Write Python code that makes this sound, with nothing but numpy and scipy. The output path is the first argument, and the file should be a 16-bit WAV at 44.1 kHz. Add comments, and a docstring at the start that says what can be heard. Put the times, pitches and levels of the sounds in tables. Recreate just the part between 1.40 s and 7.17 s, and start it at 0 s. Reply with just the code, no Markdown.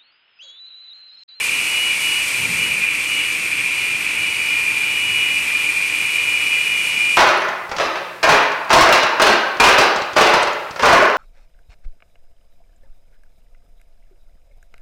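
"""A high, wavering whine, a steady whir and hissing air: a stone bridge saw idles in a large factory hall. The
inverter-fed motor whines in lines whole supply steps apart; its random switching rings the stator into a whir.
The lines fade and swell as the listener, a few steps away, moves slowly through the hall's standing waves. The
hiss eases after the first second, as something heavy thuds far off. The hall hums and rumbles behind."""
import sys
import numpy as np
from scipy import signal
from scipy.fft import rfft, irfft
from scipy.io import wavfile

SR = 44100
rng = np.random.default_rng(int(sys.argv[2]) if len(sys.argv) > 2 else 0)


def unload_audio(sound):
    """Save the sound as a 16-bit wav file, at the path given as the first command line argument."""
    columns = np.transpose(np.atleast_2d(sound))
    # keep every value between -1 and 1, then stretch to whole-number steps
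    steps = np.round(np.clip(columns, -1, 1) * 32767)
    wavfile.write(sys.argv[1], SR, steps.astype(np.int16))


N = 254456
T = np.arange(N) / SR
BINS_HZ = np.maximum(np.arange(N // 2 + 1) * SR / N, 1)

CARRIER_HZ, SUPPLY_HZ = 2662.9, 50
LOWER_WHINE_HZ, UPPER_WHINE_HZ = CARRIER_HZ - 5 * SUPPLY_HZ, CARRIER_HZ + 5 * SUPPLY_HZ
LOWER_WHINE_GAIN_DB, UPPER_WHINE_GAIN_DB = 0.2, -0.5
WHIR_DB, WHIR_FLUTTER_DB, WHIR_FLUTTER_HZ = -21.5, 1.12, 22
AIR_FLUTTER_DB, AIR_FLUTTER_HZ = 0.55, 26
RUSH_DB, RUSH_FLOW_SHARE = -39, 0.26
HISS_GAIN_DB, SIZZLE_GAIN_DB, SIZZLE_DB_PER_S = -0.44, -8, -0.03
THUD_S, REVERB_LAG_S = 0.945, 0.07
LOW_DRONE_HZ, HIGH_DRONE_HZ = 302, 899.7
RUMBLE_GAIN_DB, LOW_DRONE_GAIN_DB, HIGH_DRONE_GAIN_DB = 4, 2, 1.5

# Listener steps about, then almost stops. Each row: time in seconds, pace from 0 to 1.
LISTENER_PACE = [(2.6, 1), (4.3, 0.25)]
# Standing-wave crests and nulls of the upper whine. 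Each row: time in seconds, relative level in dB.
UPPER_WHINE_DB = [(0.02, -29), (0.08, -52), (0.14, -27), (0.27, -27.5), (0.42, -20), (0.5, -22),
                  (0.58, -52), (0.65, -21.5), (0.77, -21), (0.9, -52), (1.01, -28.5), (1.09, -52),
                  (1.15, -48), (1.24, -22), (1.38, -52), (1.52, -29), (1.61, -52), (1.75, -22.8),
                  (2.02, -48), (2.18, -34), (2.28, -48), (2.39, -29), (2.6, -39), (2.72, -35), (2.86, -26),
                  (2.98, -31), (3.11, -27.5), (3.28, -48), (3.65, -23.5), (3.8, -21.3), (3.98, -26.5),
                  (4.09, -44), (4.21, -27), (4.37, -56), (4.55, -29.5), (5.0, -26), (5.35, -25.5),
                  (5.7, -27)]
# Lower whine, fading and growing stronger. Each row: time in seconds, relative level in dB.
LOWER_WHINE_DB = [(0.05, -30), (0.2, -39), (0.38, -29), (0.55, -42), (0.68, -30), (0.84, -44), (0.97, -29),
                  (1.07, -27.5), (1.15, -38), (1.42, -24), (1.6, -32), (1.98, -41), (2.3, -31),
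                  (2.48, -23.5), (2.71, -32), (2.98, -28), (3.25, -20), (3.42, -26), (3.9, -25),
                  (4.28, -22.5), (4.55, -25), (4.66, -19.8), (4.85, -24), (4.97, -21.3), (5.15, -22.3),
                  (5.28, -29), (5.42, -21.5), (5.55, -24.5), (5.67, -20), (5.76, -27)]
# Weaker motor lines. Each row: carrier multiple, offset in supply steps, start and end levels in dB.
MOTOR_SIDEBANDS = [(1, -13, -52, -41.5), (1, -3, -52, -43), (1, -2, -39, -32), (1, 0, -38, -53),
                   (1, 2, -50, -47), (1, 3, -39.5, -55), (2, -19, -61, -62), (2, -14, -52, -45.5),
                   (2, -2, -56, -48.3), (2, 3, -59, -53)]
# Stator resonances. Each row: centre in Hz, width in Hz, relative level in dB, # change in dB per second as the
# listener moves.
STEEL_MODES = [(2384, 178, 1, 0), (2468, 154, -10.5, 1.38), (2640, 266, -4, -0.73), (2760, 52, -25, 1.9),
               (2233, 114, -5.5, -1.24), (2210, 800, -11.5, 0), (3210, 1270, -20, 0)]
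# Air flow, hard at first, then steady. Each row: time in seconds, relative level in dB.
FLOW_DB = [(0.05, -27.5), (0.38, -28), (0.49, -29.5), (0.63, -26.5), (0.77, -28.5), (0.9, -27), (1.01, -29),
           (1.16, -28), (1.5, -33), (1.61, -30.5), (2.05, -31), (2.13, -32), (3.75, -32), (4.0, -31.5),
           (5.65, -31.5)]
# Spectra of blade rush, hiss and its bright top. Each row: frequency in Hz, relative density in dB.
RUSH_SPECTRUM = [(60, -16), (480, -0.5), (640, -3.5), (790, -2), (880, 1.5), (1150, 3), (1280, 0),
                 (1430, 5), (1650, -8), (2000, -5), (4000, -29.5)]
HISS_SPECTRUM = [(400, -25), (2500, 3.5), (3400, 6.5), (3780, 2), (4200, 8), (4530, 4.5), (4800, 6.5),
                 (5350, 3.5), (6100, 5.5), (7000, 4.5), (7800, 6.5), (8600, 10), (9500, 6), (10300, -8.5),
                 (12000, -15.5)]
SIZZLE_SPECTRUM = [(6000, -42), (9500, 8), (10300, 5), (11600, 3), (12700, 4), (13600, 0), (14500, -12)]
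# Spectra of the thud, its reverberation and the rumble. Each row: frequency in Hz, relative density in dB.
BOOM_SPECTRUM = [(30, -40), (60, -23), (85, -5), (115, 2), (170, -7), (230, -8), (330, -18), (900, -46)]
REVERB_SPECTRUM = [(60, -18), (110, -3.5), (160, -1), (220, -2), (300, -11), (420, -8), (560, -8),
                   (900, -38)]
RUMBLE_SPECTRUM = [(15, -26), (30, -18), (42, -21), (70, 0), (125, 1), (200, 0.5), (330, -4), (450, -2),
                   (640, -26.5), (1200, -28.5)]
# Swells of the hall's rumble and drones. Each row: time in seconds, relative level in dB.
RUMBLE_DB = [(0.5, -51), (2.0, -49.5), (2.7, -47.5), (3.1, -50.5), (3.65, -47), (4.3, -51), (5.4, -50.5)]
LOW_DRONE_DB = [(0.8, -57), (1.45, -53.5), (1.8, -48.5), (2.25, -51), (3.2, -54), (3.7, -51.5),
                (4.2, -56.5), (4.8, -53), (5.2, -58)]
HIGH_DRONE_DB = [(0.1, -56), (2.0, -63), (2.7, -54), (3.05, -48.5), (3.55, -51), (3.95, -68), (4.3, -54),
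                 (5.5, -52)]
# Motor and transformer hum. Each row: frequency in Hz, level in dB.
HUM_LINES = [(50, -65), (100, -66), (347, -60), (500, -59), (600, -61)]


def motor_whine():
    """Switching ripple in the motor field: carrier sidebands, the loudest five supply steps either side."""
    upper = standing_wave(UPPER_WHINE_DB) * tone(UPPER_WHINE_HZ, scatter=0.02, fade_hz=0.47)
    lower = standing_wave(LOWER_WHINE_DB) * tone(LOWER_WHINE_HZ, scatter=0.24, fade_hz=14.0)
    out = from_db(UPPER_WHINE_GAIN_DB) * upper + from_db(LOWER_WHINE_GAIN_DB) * lower
    for multiple, steps, start_db, end_db in MOTOR_SIDEBANDS:
        hz = multiple * CARRIER_HZ + steps * SUPPLY_HZ
        out += from_db(np.linspace(start_db, end_db, N)) * tone(hz, scatter=0.4, fade_hz=3.0)
    return out


def steel_whir():
    """Random switching of the inverter keeps the motor's stator ringing; each resonance flutters on its own."""
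    out = 0
    for hz, width_hz, db, db_per_s in STEEL_MODES:
        resonance = 1 / (1 + (2 * (BINS_HZ - hz) / width_hz) ** 2)
        level_db = db + db_per_s * T + WHIR_FLUTTER_DB * drift(WHIR_FLUTTER_HZ)
        out = out + from_db(level_db) * np.sqrt(width_hz) * noise(resonance)
    return from_db(WHIR_DB) * rms_one(out)


def air():
    """The blade fans a soft rush; it eases with the flow, as do a broad hiss and its bright top."""
    flow_db = curve(FLOW_DB) + AIR_FLUTTER_DB * drift(AIR_FLUTTER_HZ)
    rush_db = RUSH_DB + RUSH_FLOW_SHARE * (flow_db - flow_db.mean())
    rush = from_db(rush_db) * hollow(noise(colour(RUSH_SPECTRUM)))
    hiss = from_db(flow_db + HISS_GAIN_DB) * noise(colour(HISS_SPECTRUM))
    sizzle_db = flow_db + SIZZLE_GAIN_DB + SIZZLE_DB_PER_S * T + drift(corner_hz=22)
    sizzle = from_db(sizzle_db) * noise(colour(SIZZLE_SPECTRUM))
    return rush + hiss + sizzle


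def hollow(rush, at_s=1.8, width_s=0.5, centre_hz=714, width_hz=260, dip_db=-2.5):
    """One lower-middle band of the rush sinks and returns."""
    band = irfft(rfft(rush) * np.exp(-((BINS_HZ - centre_hz) / width_hz) ** 2), N)
    depth = np.exp(-((T - at_s) / width_s) ** 2)
    return rush + (from_db(dip_db * depth) - 1) * band


def far_thud():
    """A far, heavy blow: a short deep boom, then the hall's higher reverberation swells and dies away."""
    def swell(start_s, gain_db, rise_s, t60_s):
        age_s = np.maximum(T - start_s, 0)
        return from_db(gain_db - 60 * age_s / t60_s) * (1 - np.exp(-age_s / rise_s))
    boom = swell(THUD_S, gain_db=-31, rise_s=0.045, t60_s=0.89)
    reverb = swell(THUD_S + REVERB_LAG_S, gain_db=-27.8, rise_s=0.115, t60_s=1.38)
    return boom * noise(colour(BOOM_SPECTRUM)) + reverb * noise(colour(REVERB_SPECTRUM))


def hall():
    """Fans and far machines blur into a rumble, with hum, a rough low drone and a clearer high one."""
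    hum = sum(from_db(db) * tone(hz, scatter=0.52, fade_hz=1.2) for hz, db in HUM_LINES)
    low_gain = from_db(curve(LOW_DRONE_DB) + LOW_DRONE_GAIN_DB)
    low_drone = low_gain * tone(LOW_DRONE_HZ, scatter=1.4, fade_hz=21)
    high_gain = from_db(curve(HIGH_DRONE_DB) + HIGH_DRONE_GAIN_DB)
    high_drone = high_gain * tone(HIGH_DRONE_HZ, scatter=0.3, fade_hz=4.0)
    rumble = from_db(curve(RUMBLE_DB) + RUMBLE_GAIN_DB) * noise(colour(RUMBLE_SPECTRUM))
    return rumble + hum + low_drone + high_drone


def standing_wave(rows):
    """Gain of a line in standing waves: linear in pressure from crest to null, so nulls are narrow."""
    times_s, db = np.transpose(rows)
    return np.interp(T, times_s, from_db(db))


def tone(hz, scatter, fade_hz):
    """A line plus reflections that shift as the listener moves; fade_hz holds at full pace. Unit rms."""
    walked = np.cumsum(curve(LISTENER_PACE))
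    reflections = np.interp(walked, np.arange(N), drift(fade_hz) + 1j * drift(fade_hz))
    turns = np.cumsum(hz * np.ones(N)) / SR + rng.random()
    return rms_one(np.real((1 + scatter * reflections) * np.exp(2j * np.pi * turns)))


def drift(corner_hz):
    """Slow random wander: coarse noise through a double one-pole low-pass. Unit rms."""
    hop, warmup = 40, 2000
    pole = np.exp(-2 * np.pi * corner_hz * hop / SR)
    white = rng.standard_normal(N // hop + warmup + 2)
    slow = signal.lfilter([1], [1, -2 * pole, pole * pole], white)[warmup:]
    return np.interp(np.arange(N) / hop, np.arange(len(slow)), rms_one(slow))


def noise(bin_gain):
    """Spectrally shaped turbulence. Unit rms."""
    return rms_one(irfft(rfft(rng.standard_normal(N)) * bin_gain, N))


def colour(spectrum):
    """Gain per bin, interpolated in dB over log frequency."""
    hz, db = np.transpose(spectrum)
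    return from_db(np.interp(np.log(BINS_HZ), np.log(hz), db))


def curve(rows):
    """A time table's value at every sample."""
    times_s, values = np.transpose(rows)
    return np.interp(T, times_s, values)


def from_db(db):
    """Decibels to gain."""
    return 10 ** (np.asarray(db) / 20)


def rms_one(x):
    """Scale to unit rms."""
    return x / np.sqrt(np.mean(np.abs(x) ** 2) + 1e-20)


def scene():
    """Saw and hall, mono."""
    return (motor_whine() + steel_whir() + air() + hall() + far_thud())[None]


def record(dry):
    """Steep elliptic low-pass."""
    cutoff_hz = 14050
    return signal.sosfilt(signal.ellip(12, .1, 90, cutoff_hz, fs=SR, output="sos"), dry)


dry = scene()
out = record(dry)
unload_audio(out)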